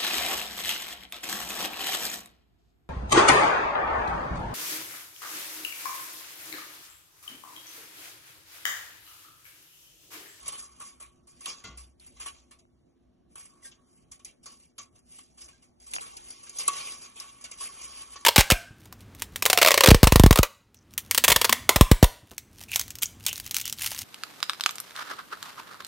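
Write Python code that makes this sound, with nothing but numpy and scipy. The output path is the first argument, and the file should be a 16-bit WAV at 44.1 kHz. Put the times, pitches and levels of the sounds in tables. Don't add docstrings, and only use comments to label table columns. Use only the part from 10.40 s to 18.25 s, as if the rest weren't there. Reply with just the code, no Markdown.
import sys
import numpy as np
from scipy import signal
from scipy.fft import rfft, irfft, next_fast_len
from scipy.io import wavfile
from scipy.ndimage import uniform_filter1d, minimum_filter1d

SR = 44100
rng = np.random.default_rng(int(sys.argv[2]) if len(sys.argv) > 2 else 0)


def decibels_to_gain(level_db):
    exponent = np.asarray(level_db, float) / 20
    return 10 ** exponent


def unload_audio(sound):
    columns = np.transpose(np.atleast_2d(sound))
    steps = np.round(np.clip(columns, -1, 1) * 32767)
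    wavfile.write(sys.argv[1], SR, steps.astype(np.int16))


N = 346185

# time in seconds, level in dB, slat ring in dB re level.
RUSTLE = [(0.0, -57, 4.5), (0.9, -90, 13), (1.07, -54.5, -25), (1.29, -86.5, 34.5), (1.5, -101, 17),
          (1.81, -66, -23), (2.21, -91.5, -2.5), (2.931, -100, 17), (3.101, -81, 17), (4.5, -94.5, -7),
          (4.94, -76.5, -23), (5.27, -100, -12), (5.661, -62.5, -2.5), (6.1, -63, -3.5), (6.358, -44.5, 0),
          (6.86, -73, 8), (7.4, -54, 2.5), (7.85, -64, 9.5)]
TICKS = [(0.185, -41, 0.21, -49), (0.223, -43, 0.17, 2.5), (0.8702, -53.5, 0.39, -4),
         (1.0066, -44.5, 0.3, 2), (1.3728, -44, 0.26, -2), (1.665, -45.5, 0.088, -4.5),
         (2.9744, -47.5, 0.48, -11), (2.9994, -45, 0.13, -30.5), (3.054, -43, 0.056, -16),
         (3.714, -46.5, 0.18, -1.5), (3.849, -39, 0.094, -24), (4.0297, -55, 0.27, -7),
         (4.114, -52, 0.27, 0), (4.41, -51, 0.17, -10), (4.9742, -52, 0.57, 1), (5.006, -44.5, 0.24, -22),
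         (5.41, -56.5, 1, -7), (5.4645, -46, 0.23, -3.5), (5.5096, -35, 0.063, -32), (6.189, -30, 0.23, 0),
         (5.538, -41, 0.11, -34), (5.5505, -30, 0.078, -33), (6.4977, -62, .12, -10),
         (6.9716, -61, .15, -8), (7.0105, -46.5, 0.078, 3), (7.1741, -47, 0.16, -6),
         (7.2045, -46.5, 0.3, 14), (7.6136, -42.5, 0.16, -5), (7.34, -53, 0.11, 10), (7.52, -60, 0.12, -7),
         (5.8712, -46, 0.076, -20), (5.8827, -47.5, 0.061, -20), (5.903, -37, .08, -25),
         (6.168, -34, 0.045, -26), (6.197, -37, 0.067, -15), (6.0304, -45.5, 0.18, 1.5),
         (0.9557, -63, 0.15, 6)]
CLASHES = [(0.081, -36, 0.088, 9), (0.1198, -40.5, 0.36, 6.5), (0.399, -46, 0.43, 6.5),
           (0.6, -45.5, 0.26, 7.5), (1.6013, -56.5, 0.54, -27), (1.7991, -41, 0.31, 5),
           (1.8586, -34, 0.14, 6.5), (2.109, -54.5, 0.19, 11.5), (2.955, -45.5, 0.15, 12),
           (4.787, -44, 0.059, 10), (5.6083, -42, 0.39, 7), (6.1524, -46, 1, -30),
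           (6.2805, -20.5, 0.035, 12), (6.757, -47.5, 0.9, -14)]
CLACKS = [(0.0583, -37, 0.29, 3), (2.1873, -56.5, 0.14, -23), (3.7923, -51.5, 0.12, 5.5),
          (3.8705, -46.5, 0.18, -12), (4.057, -40.5, 0.25, 3.5), (4.553, -57.5, 0.22, 0),
          (5.0804, -44.5, 0.12, -1.5), (5.5377, -38.5, 0.34, -57), (5.767, -34, 0.056, -39),
          (6.093, -37, 0.053, -42), (6.799, -43, 0.44, 7), (7.0395, -32.5, 0.11, -34)]
SLAPS = [
    (1.0783, -32.5, 0.23, -23.5),
    (5.22, -56, 0.27, 0),
    (6.6116, -40, 0.32, -31),
    (7.1107, -36, 0.16, -9),
    (5.4, -47, 0.051, -15),
    (4.2, -50, 0.027, -20),
    (3.226, -62, .08, -25),
]
PUSHES = [(1.06, -36, 0.41, 6), (1.2405, -38, 0.3, 1), (1.764, -51.5, 0.24, 0), (1.9194, -55.5, 0.64, -37),
          (3.313, -46, 0.12, -22), (4.383, -35, 0.14, 5.5), (5.1063, -54.5, 0.38, -10),
          (6.6423, -42.5, 0.2, 4), (7.7565, -31.5, 0.087, 3.5), (0.0428, -48, 0.082, 0),
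          (0.4105, -45.5, 0.072, 21), (6.0643, -44.5, 0.19, -2), (0.376, -75, 0.086, 0),
          (3.226, -51.5, 0.057, -5), (1.8008, -44, 0.09, 4), (1.8577, -52, 0.11, 6), (2.11, -52, .1, -2),
          (4.29, -63, 0.11, -9.5)]
# peak time in seconds, peak in dB, rise in seconds, fall in seconds.
SWELLS = [(0.47, -59, 0.072, 0.033), (1.699, -70.5, 0.074, 0.01), (2.93, -76, 0.027, 0.039),
          (3.261, -56.5, 0.029, 0.033), (3.559, -76, 0.093, 0.072), (4.22, -71.5, 0.069, 0.054),
          (4.599, -76.5, 0.068, 0.006), (4.754, -61, 0.062, 0.078), (5.887, -59.5, 0.056, 0.03),
          (6.503, -49.5, 0.11, 0.037), (7.227, -45, 0.027, 0.05), (7.46, -52.5, 0.034, 0.011),
          (7.621, -55, 0.083, 0.018), (7.735, -53.5, 0.033, 0.011)]
TICK_DB, CLASH_DB, CLACK_DB, SLAP_DB = (10.5, -8), (12, -2), (5, -6), (4.5, -9.5)
PUSH_DB, DRAG_DB, RUSTLE_DB = (-14, -4), (10.5, -7.5), (6.5, -5)
# frequency in Hz, gain in dB.
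DULL = [(150, -6.5), (400, 1.5), (900, -1), (1600, -18.5), (2400, -2), (3300, -3), (4300, -3.5), (5200, 0),
        (6500, -24)]
MIDDLE = [(3500, -42.5), (4600, -3.5), (5400, -5.5), (6300, -3.5), (7000, -6.5), (7700, -7.5), (9000, -47)]
BRIGHT = [(6000, -35.5), (7100, -14.5), (8000, -1), (8800, -1), (10100, 4.5), (10600, -5.5), (11300, -22.5),
          (14000, -49)]
# frequency in Hz, width in Hz, level in dB.
RING = [(1121, 26, 1), (1010, 60, -17), (1185, 30, -13), (1270, 80, -17)]
# frequency in Hz, width in Hz, level in dB.
TONES = [(3145, 37, -21), (6270, 90, -15.5)]
# start in seconds, peak in dB, centre in Hz.
SNAPS = [(0.08, -20, 8870), (0.873, -52, 7400), (1.058, -17.5, 3100), (1.239, -36.5, 2110),
         (1.598, -42.5, 4370), (1.855, -42, 6000), (2.189, -58, 7170), (3.717, -34, 6200),
         (3.848, -29, 6200), (4.381, -30, 3300), (5.536, -15, 2510), (5.768, -30.5, 5000),
         (6.095, -31, 7100), (6.186, -17.5, 6470), (6.279, -9.5, 8750), (6.8, -23.5, 5160),
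         (7.046, -36, 2920), (0.0585, -36.5, 3070), (5.6068, -33, 3900), (6.241, -37, 5500),
         (6.345, -34.5, 3000), (6.428, -31, 2450), (6.471, -36.5, 2500)]
# start in seconds, peak in dB, frequency in Hz, t60 in seconds.
PINGS = [(1.241, -43, 1421, .22), (1.239, -44, 2051, .28), (1.241, -44, 4511, .1), (1.241, -49, 2654, .25),
         (1.241, -47, 3268, .3), (3.31, -54, 5100, .06), (1.06, -48, 3500, .15), (1.08, -48, 2400, .12),
         (3.25, -49, 1600, .14), (3.245, -49, 1850, .14), (5.13, -59, 1600, .12), (6.43, -45, 2440, .1),
         (6.51, -45, 3800, .06), (6.28, -33, 7445, .04), (4.385, -54, 3128, .14), (6.281, -24.5, 1122, .3),
         (6.283, -34, 1190, .15), (4.39, -44, 1152, .17), (3.25, -52, 2150, .1), (1.241, -54, 2848, .2),
         (1.241, -52, 3666, .2), (1.241, -48, 700, .08), (1.375, -52, 2700, .12), (1.07, -44, 5943, .19),
         (1.075, -46, 10140, .17), (1.075, -50, 10720, .2), (6.281, -34, 7741, .064),
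         (6.281, -36, 10200, .15), (6.281, -38, 2627, .09), (6.281, -42, 3165, .2), (6.19, -40, 10100, .15),
         (7.045, -44, 2880, .07), (7.74, -50, 2620, .1), (5.609, -46, 3900, .07), (5.61, -52, 1130, .15),
         (6.465, -47, 2500, .08), (7.755, -46, 1121, .3), (3.226, -54, 2000, .06), (3.245, -49, 3500, .1),
         (3.255, -53, 5290, .1), (3.258, -50, 6210, .08), (1.262, -52, 1150, .4), (5.645, -52, 1130, .3),
         (6.066, -48, 1590, .05), (0.412, -50, 1150, .15), (1.801, -46, 2470, .08), (1.858, -43, 2470, .08),
         (2.111, -56, 1750, .06), (1.86, -48, 750, .08), (1.805, -50, 10900, .12)]
# start in seconds, peak in dB, frequency in Hz.
BUMPS = [
    (2.252, -49, 887),
    (5.5278, -35.5, 1590),
    (5.5415, -35, 1100),
    (5.5628, -16.5, 1330),
    (5.573, -40, 1480),
    (5.583, -20.5, 1170),
    (5.598, -38, 900),
    (1.945, -43, 510),
]
# peak time in seconds, peak in dB.
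RUB = [
    (5.55, -44.5),
    (5.735, -56.5),
    (6.0, -61),
]
RUB_RISE_DB_PER_S, RUB_FALL_DB_PER_S = 402, 103.5
# peak time in seconds, peak in dB.
SQUEEZE = [
    (5.58, -51.5),
    (5.76, -52.5),
    (6.0, -62),
]
SQUEEZE_HZ, SQUEEZE_DB_PER_S = 820, 120
# centre in seconds, peak in dB, frequency in Hz, length in seconds.
TAPS = [
    (5.549, -37, 6500, 0.00075),
    (5.563, -32, 3330, 0.00068),
    (5.586, -32, 2600, 0.00066),
    (5.596, -35.5, 2480, 0.00054),
    (5.54, -43, 6800, .0008),
    (5.574, -50, 6000, .001),
]
# peak time in seconds, peak in dB.
PANE = [(0.11, -64), (0.65, -66.5), (1.33, -70), (1.77, -61), (3.02, -71), (5.05, -66.5), (5.55, -65.5),
        (5.77, -66), (7.19, -67.5), (7.45, -64.5), (7.74, -65.5)]
PANE_HZ, PANE_REST_DB = 61, -75.5
PANE_RISE_DB_PER_S, PANE_FALL_DB_PER_S = 40.5, 29.5
# frequency in Hz, density in dB per Hz.
AIR = [(15, -50), (25, -10), (63, -2), (192, -4), (358, -7.5), (475, -15), (700, -11), (839, -21),
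       (2300, -37.5), (3210, -33), (3850, -35.5), (6620, -43), (7940, -59), (12000, -39), (15600, -71.5),
       (22000, -120)]
AIR_DB = -68.5
# frequency in Hz, t60 in seconds.
ROOM = [(200, 1), (1000, 0.49), (4000, 0.099), (10000, 0.15)]
# frequency in Hz, left lead in radians.
TURN = [(0, 0), (780, 1.4), (1000, .3), (2200, .1), (3000, 1.5), (4200, 1.0), (4700, 2.9), (5000, 3.4),
        (5450, 6.12), (6850, 6.45), (7650, 8.9), (8400, 9.3), (9800, 9.5), (10100, 10.4), (10450, 9.9),
        (10800, 9.9), (11500, 12.4)]
# frequency in Hz, likeness 0 to 1.
LIKE = [(60, 0.83), (750, 0.11), (1100, 0.35), (1800, 0.84), (2600, 0.048), (4000, 0.32), (4900, 0.79),
        (5600, 0.88), (6700, 0.6), (7300, 0.17), (8300, 0.79), (9800, 1), (10700, 0.57)]
# frequency in Hz, left lead in radians.
TURN_NEAR = [(0, 0), (780, 1), (1000, .3), (2200, .3), (3000, .9), (4200, 1), (4700, 2), (5100, 4.5),
             (5500, 6), (6400, 6.5), (7200, 7.9), (8200, 9), (9600, 9.5), (10000, 10.4), (10400, 10.3),
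             (11500, 11.5)]
# frequency in Hz, likeness 0 to 1.
LIKE_NEAR = [(60, 0.93), (750, 0.49), (1100, 0.56), (1800, .88), (2600, 0.34), (4000, 0.37), (4900, 0.71),
             (5700, 0.79), (6700, 0.99), (8300, 0.82), (9500, .92), (10700, 0.77)]
GATHER_S, GATHER_LENGTH_S, SWAY = 5.6, .3, .2
# frequency in Hz, depth in dB.
SUM_UNDER = [(4400, 6), (4740, 4.2), (5080, 5.5), (7100, 6), (7500, 3.5), (7840, 3), (8200, 1), (9700, 1),
             (10000, 3.2), (10400, 2), (10700, 4)]
# frequency in Hz, depth in dB.
DIFFERENCE_UNDER = [(5000, 6), (5430, 4), (5770, 2.5), (6460, 2.5), (6800, 5), (7200, 6)]
TOP_UNDER_DB = (15, 8)
# start in seconds, length in seconds.
KEPT_FULL = [(.075, .02), (.165, .04), (.597, .02), (.868, .014), (1.052, .014), (1.368, .025),
             (1.593, .015), (2.095, .065), (2.952, .03), (3.05, .03), (3.235, .04), (3.712, .03),
             (3.845, .035), (4.027, .05), (4.378, .015), (5.39, .02), (5.525, .035), (6.275, .015),
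             (6.795, .012)]
# start in seconds, length in seconds.
KEPT_CAPPED = [(.045, .04), (.092, .02), (.39, .045), (.975, .05), (1.236, .03), (2.184, .012),
               (3.205, .04), (3.266, .06), (3.62, .02), (3.78, .03), (4.285, .035), (4.535, .03),
               (4.76, .05), (5.497, .035), (5.6, .035), (5.755, .055), (6.065, .045), (6.14, .045),
               (6.595, .03), (6.735, .03), (6.81, .03), (7.015, .035), (7.08, .065), (7.175, .07),
               (7.74, .04)]


def evened(x):
    return x / np.sqrt(np.mean(x ** 2) + 1e-20)


def read(points, hz):
    f, value = np.transpose(points)
    return np.interp(np.log(hz + 50), np.log(f + 50), value)


def colour(x, points):
    log_gain = np.log(decibels_to_gain(read(points, abs(np.fft.fftfreq(4096, 1 / SR)))))
    impulse = np.fft.ifft(np.exp(np.conj(signal.hilbert(log_gain)))).real[:2048]
    return signal.oaconvolve(x, impulse[None] / np.linalg.norm(impulse), axes=1)[:, :N]


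def modes(x, table):
    out = 0
    for hz, width_hz, db in table:
        r = np.exp(-np.pi * width_hz / SR)
        pole = r * np.exp(2j * np.pi * hz / SR)
        gain = decibels_to_gain(db) * np.sqrt(2 * (1 - r * r))
        out = out + gain * signal.lfilter([1], [1, -pole], x).real
    return out


def add(mix, s, sound):
    part = mix[..., round(s * SR):][..., :sound.shape[-1]]
    part += sound[..., :part.shape[-1]]


def jolts(rows, rise_db_per_s, fall_db_per_s):
    t = np.arange(N) / SR
    levels = []
    for s, db in rows:
        levels.append(db - np.where(t < s, rise_db_per_s * (s - t), fall_db_per_s * (t - s)))
    return np.max(levels, 0)


def slats():
    middle, bright, dull, ring = np.sqrt(shaking())
    hits = collisions()
    wide = colour(hits * middle, MIDDLE) + colour(hits * bright, BRIGHT) + colour(hits * dull, DULL)
    wide = wide + decibels_to_gain(-1.5) * chime(wide) + snaps()
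    ringing = modes(np.roll(hits, 999, axis=1) * ring, RING)
    high_pass = signal.butter(2, 750, "high", fs=SR, output="sos")
    return wide + modes(hits * middle, TONES) + decibels_to_gain(-5.5) * signal.sosfilt(high_pass, ringing)


def shaking():
    rise_s = 0.002
    s, level_db, ring_db = np.transpose(RUSTLE)
    t = np.arange(N) / SR
    power = decibels_to_gain([np.interp(t, s, level_db + share_db) for share_db in (0, *RUSTLE_DB, ring_db)]) ** 2
    u = np.arange(SR // 2) / SR
    contacts = ((TICKS, TICK_DB), (CLASHES, CLASH_DB), (CLACKS, CLACK_DB), (SLAPS, SLAP_DB), (PUSHES, PUSH_DB))
    for knocks, colour_db in contacts:
        for s, peak_db, t60_s, ring_db in knocks:
            shower = decibels_to_gain(peak_db - 9.5 - 60 * u / max(t60_s, .02)) * (1 - np.exp(-u / rise_s))
            shares = decibels_to_gain([0, *colour_db, ring_db])[:, None]
            add(power, max(s - .001, 0), (shares * shower) ** 2)
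    for s, peak_db, swell_s, fall_s in SWELLS:
        lead_s = np.clip(swell_s, .005, .08)
        hump = np.exp(-((u - 3 * lead_s) / np.where(u < 3 * lead_s, lead_s, fall_s)) ** 2)
        shares = decibels_to_gain(peak_db + np.array([0, *DRAG_DB, -12]))[:, None]
        add(power, s - 3 * lead_s, (shares * hump) ** 2)
    return power


def collisions():
    per_s = 7000
    clump = decibels_to_gain(1.75 * evened(uniform_filter1d(rng.standard_normal(N), 180)))
    struck = rng.random(N) < per_s / SR
    return evened(struck * clump * rng.choice([-1., 1.], (2, N)))


def chime(x):
    parts, tones, swing_db = 15, 14, 8
    u, out, step = np.arange(3000) / SR, 0, np.arange(tones)[:, None]
    for centre_hz, draw in zip(np.geomspace(1500, 6000, parts), rng.random((parts, tones, 2))):
        hz = centre_hz * 1.6 ** ((step + draw[:, :1]) / tones - .5)
        t60_s = (.03 + .055 * draw[:, 1:]) * (2000 / centre_hz) ** .6
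        partials = (-1) ** step / np.sqrt(t60_s) * decibels_to_gain(-60 * u / t60_s) * np.sin(2 * np.pi * hz * u)
        body = partials.sum(0)
        turn = np.repeat(np.clip(rng.standard_normal(N // 1500 + 1), -2, 1.5), 1500)[:N]
        share = decibels_to_gain(swing_db * uniform_filter1d(turn, 700))
        out = out + signal.oaconvolve(x * share, body[None] / np.linalg.norm(body), axes=1)[:, :N]
    return out / np.sqrt(parts)


def snaps():
    out, u = np.zeros((2, N)), np.arange(900) / SR
    for s, peak_db, hz in SNAPS:
        burst = rng.standard_normal((2, 900)) * (1 - np.exp(-u / 0.0021)) * np.exp(-u / 0.0044)
        crack = modes(np.diff(burst, prepend=0), [(hz, 1200, 0), (9500, 1800, -6)])
        add(out, s - .001, decibels_to_gain(peak_db - 3.0) * crack)
    return out


def pings():
    out, u = np.zeros(N), np.arange(SR // 3) / SR
    for s, peak_db, hz, t60_s in PINGS:
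        envelope = decibels_to_gain(peak_db - 60 * u / max(t60_s, .01)) * (1 - np.exp(-u / .003))
        add(out, s, envelope * np.sin(2 * np.pi * hz * u))
    return out * np.array([[1], [0]])


def bumps():
    out, u = np.zeros(N), np.arange(700) / SR
    for s, peak_db, hz in BUMPS:
        turns = hz * np.cumsum(0.4 + 2.8 * np.exp(-u / 0.0014)) / SR
        envelope = 2 * (1 - np.exp(-u / 0.0015)) ** 2 * np.exp(-u / 0.0015)
        add(out, s, decibels_to_gain(peak_db + 3.5) * np.sin(2 * np.pi * turns) * envelope)
    rub = evened(modes(modes(rng.standard_normal(N), [(770, 2500, 0)]), [(826, 4100, 0)]))
    out += decibels_to_gain(jolts(RUB, RUB_RISE_DB_PER_S, RUB_FALL_DB_PER_S)) * rub
    narrow = [(SQUEEZE_HZ, 350, 0)]
    squeeze = evened(modes(modes(rub[::-1], narrow), narrow))
    out += decibels_to_gain(jolts(SQUEEZE, SQUEEZE_DB_PER_S, SQUEEZE_DB_PER_S)) * squeeze
    return out * np.array([[1], [-.95]])


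def taps():
    out, u = np.zeros(N), np.arange(-200, 200) / SR
    for s, peak_db, hz, length_s in TAPS:
        add(out, s + u[0], decibels_to_gain(peak_db) * np.exp(-(u / length_s) ** 2) * np.cos(2 * np.pi * hz * u))
    return out


def thud():
    out, u = np.zeros((2, N)), np.arange(SR // 3) / SR
    low = modes(rng.standard_normal(len(u)), [(177, 105, 21.5), (650, 170, 3.3)])
    add(out, 1.242, decibels_to_gain(-72.0 - 60 * u / 0.6) * low)
    return out


def pane():
    level_db = np.maximum(jolts(PANE, PANE_RISE_DB_PER_S, PANE_FALL_DB_PER_S), PANE_REST_DB)
    t = np.arange(N) / SR
    hum = evened(modes(modes(rng.standard_normal((2, N)), [(PANE_HZ, 14, 0)]), [(PANE_HZ, 30, 0)]))
    hum = decibels_to_gain(level_db) * (hum[0] + 0.37 * hum[1] * np.array([[1], [-1]]))
    boom_db = np.interp(t, [1.25, 1.3, 1.42, 1.6, 1.7], [-101.0, -49.5, -47.0, -68, -103])
    return hum + decibels_to_gain(boom_db) * np.sin(2 * np.pi * PANE_HZ * t)


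def room(x):
    echoes = np.zeros((2, SR // 2))
    at = np.arange(200, SR // 2 - 20, 20) + rng.integers(0, 20, (2, (SR // 2 - 201) // 20))
    np.put_along_axis(echoes, at, rng.choice([-1., 1.], at.shape), 1)
    hz, t, z = signal.stft(echoes, SR, nperseg=256)
    tail = signal.istft(z * decibels_to_gain(-60 * t / read(ROOM, hz)[:, None]), SR, nperseg=256)[1]
    return signal.fftconvolve(x, tail / np.linalg.norm(tail[0]), axes=1)[:, :N]


def air():
    noise = rng.standard_normal((2, N))
    hz, t, z = signal.stft(noise, SR, nperseg=1024)
    patches = evened(uniform_filter1d(uniform_filter1d(rng.standard_normal(z.shape[1:]), 10, 0), 6, 1))
    gain = decibels_to_gain(read(AIR, hz)[:, None] + 2.3 * patches)
    tone = evened(signal.istft(z * gain, SR, nperseg=1024)[1][:, :N])
    return decibels_to_gain(AIR_DB) * (tone + modes(noise, [(248.0, 19, -6.0), (348.3, 4.9, -9.0)]))


def ports(x):
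    size = next_fast_len(N + 4096)
    hz, (a, b) = np.fft.rfftfreq(size, 1 / SR), rfft(x, size)
    heard = []
    for likes, turn in ((LIKE, TURN), (LIKE_NEAR, TURN_NEAR)):
        like = np.clip(read(likes, hz), 0, 1)
        turned = a * np.exp(-1j * np.interp(hz, *np.transpose(turn)))
        heard.append(irfft(like * turned + np.sqrt(1 - like ** 2) * b, size)[:N])
    sway = SWAY * evened(uniform_filter1d(uniform_filter1d(rng.standard_normal(N), 4000), 4000))
    near = np.clip((np.arange(N) / SR - GATHER_S) / GATHER_LENGTH_S, .15, .9)
    near = np.clip(near + sway, 0, 1)
    return np.array([x[0], decibels_to_gain(0.64) * ((1 - near) * heard[0] + near * heard[1])])


def scene():
    blind = slats() + pings()
    return ports(blind + decibels_to_gain(-16.5) * room(blind) + air()) + pane() + thud() + bumps() + taps()


def thinned(x):
    top_hz, faint_db, band_bins, lead = 10300, -92, 16, 733
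    window = np.sin(np.pi * (np.arange(2048) + .5) / 2048)
    pair = np.pad([x[0] + x[1], x[0] - x[1]], ((0, 0), (lead, 0))) / 2
    hz, t, z = signal.stft(pair, SR, window, 2048, 1024)
    edges = np.r_[0, 12:440:band_bins, 448:1024:8]
    band_hz = hz[edges]
    level = 10 * np.log10(np.add.reduceat(abs(z) ** 2, edges, 1) + 1e-20)
    level += 1.6 * rng.standard_normal(level.shape)
    rules = (SUM_UNDER, DIFFERENCE_UNDER)
    under_db = np.array([np.interp(band_hz, *np.transpose(rule)) for rule in rules])
    keep = (level > level[::-1] - under_db[..., None]) | (band_hz < 300)[:, None]
    lately = -minimum_filter1d(-level[0], size=15, axis=1, origin=7)
    spared = (level[0] > faint_db) | (lately < level[0] + 12) | (rng.random(lately.shape) < .45)
    keep[0] &= spared | ((band_hz < 2300) | (band_hz > 5200))[:, None]
    below = level[:, (band_hz > 8500) & (band_hz < top_hz)].max(0).mean(0)
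    keep &= (band_hz < top_hz)[:, None] | (level > below - np.reshape(TOP_UNDER_DB, (2, 1, 1)))
    z *= keep[:, np.searchsorted(edges, np.arange(1025), "right") - 1]
    mid, side = signal.istft(z, SR, window, 2048, 1024)[1][:, lead:lead + N]
    out = np.array([mid + side, mid - side])
    lost = x - out
    band_pass = signal.firwin(127, [3000, top_hz - 200], pass_zero=False, fs=SR)
    capped = .75 * signal.oaconvolve(lost, band_pass[None], "same")
    for spans, part in ((KEPT_CAPPED, capped), (KEPT_FULL, lost)):
        gate = np.zeros(N)
        for s, length_s in spans:
            add(gate, s, np.ones(round(.75 * length_s * SR)))
        out = out + uniform_filter1d(gate, size=200) * part
    return out


def roll_off(x):
    return signal.sosfilt(signal.butter(12, 12510, fs=SR, output="sos"), x)


def record(dry):
    low_pass = signal.firwin(255, 11400, fs=SR)
    mix = thinned(signal.oaconvolve(dry, low_pass[None], "same"))
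    return roll_off(mix)


dry = scene()
out = record(dry)
unload_audio(out)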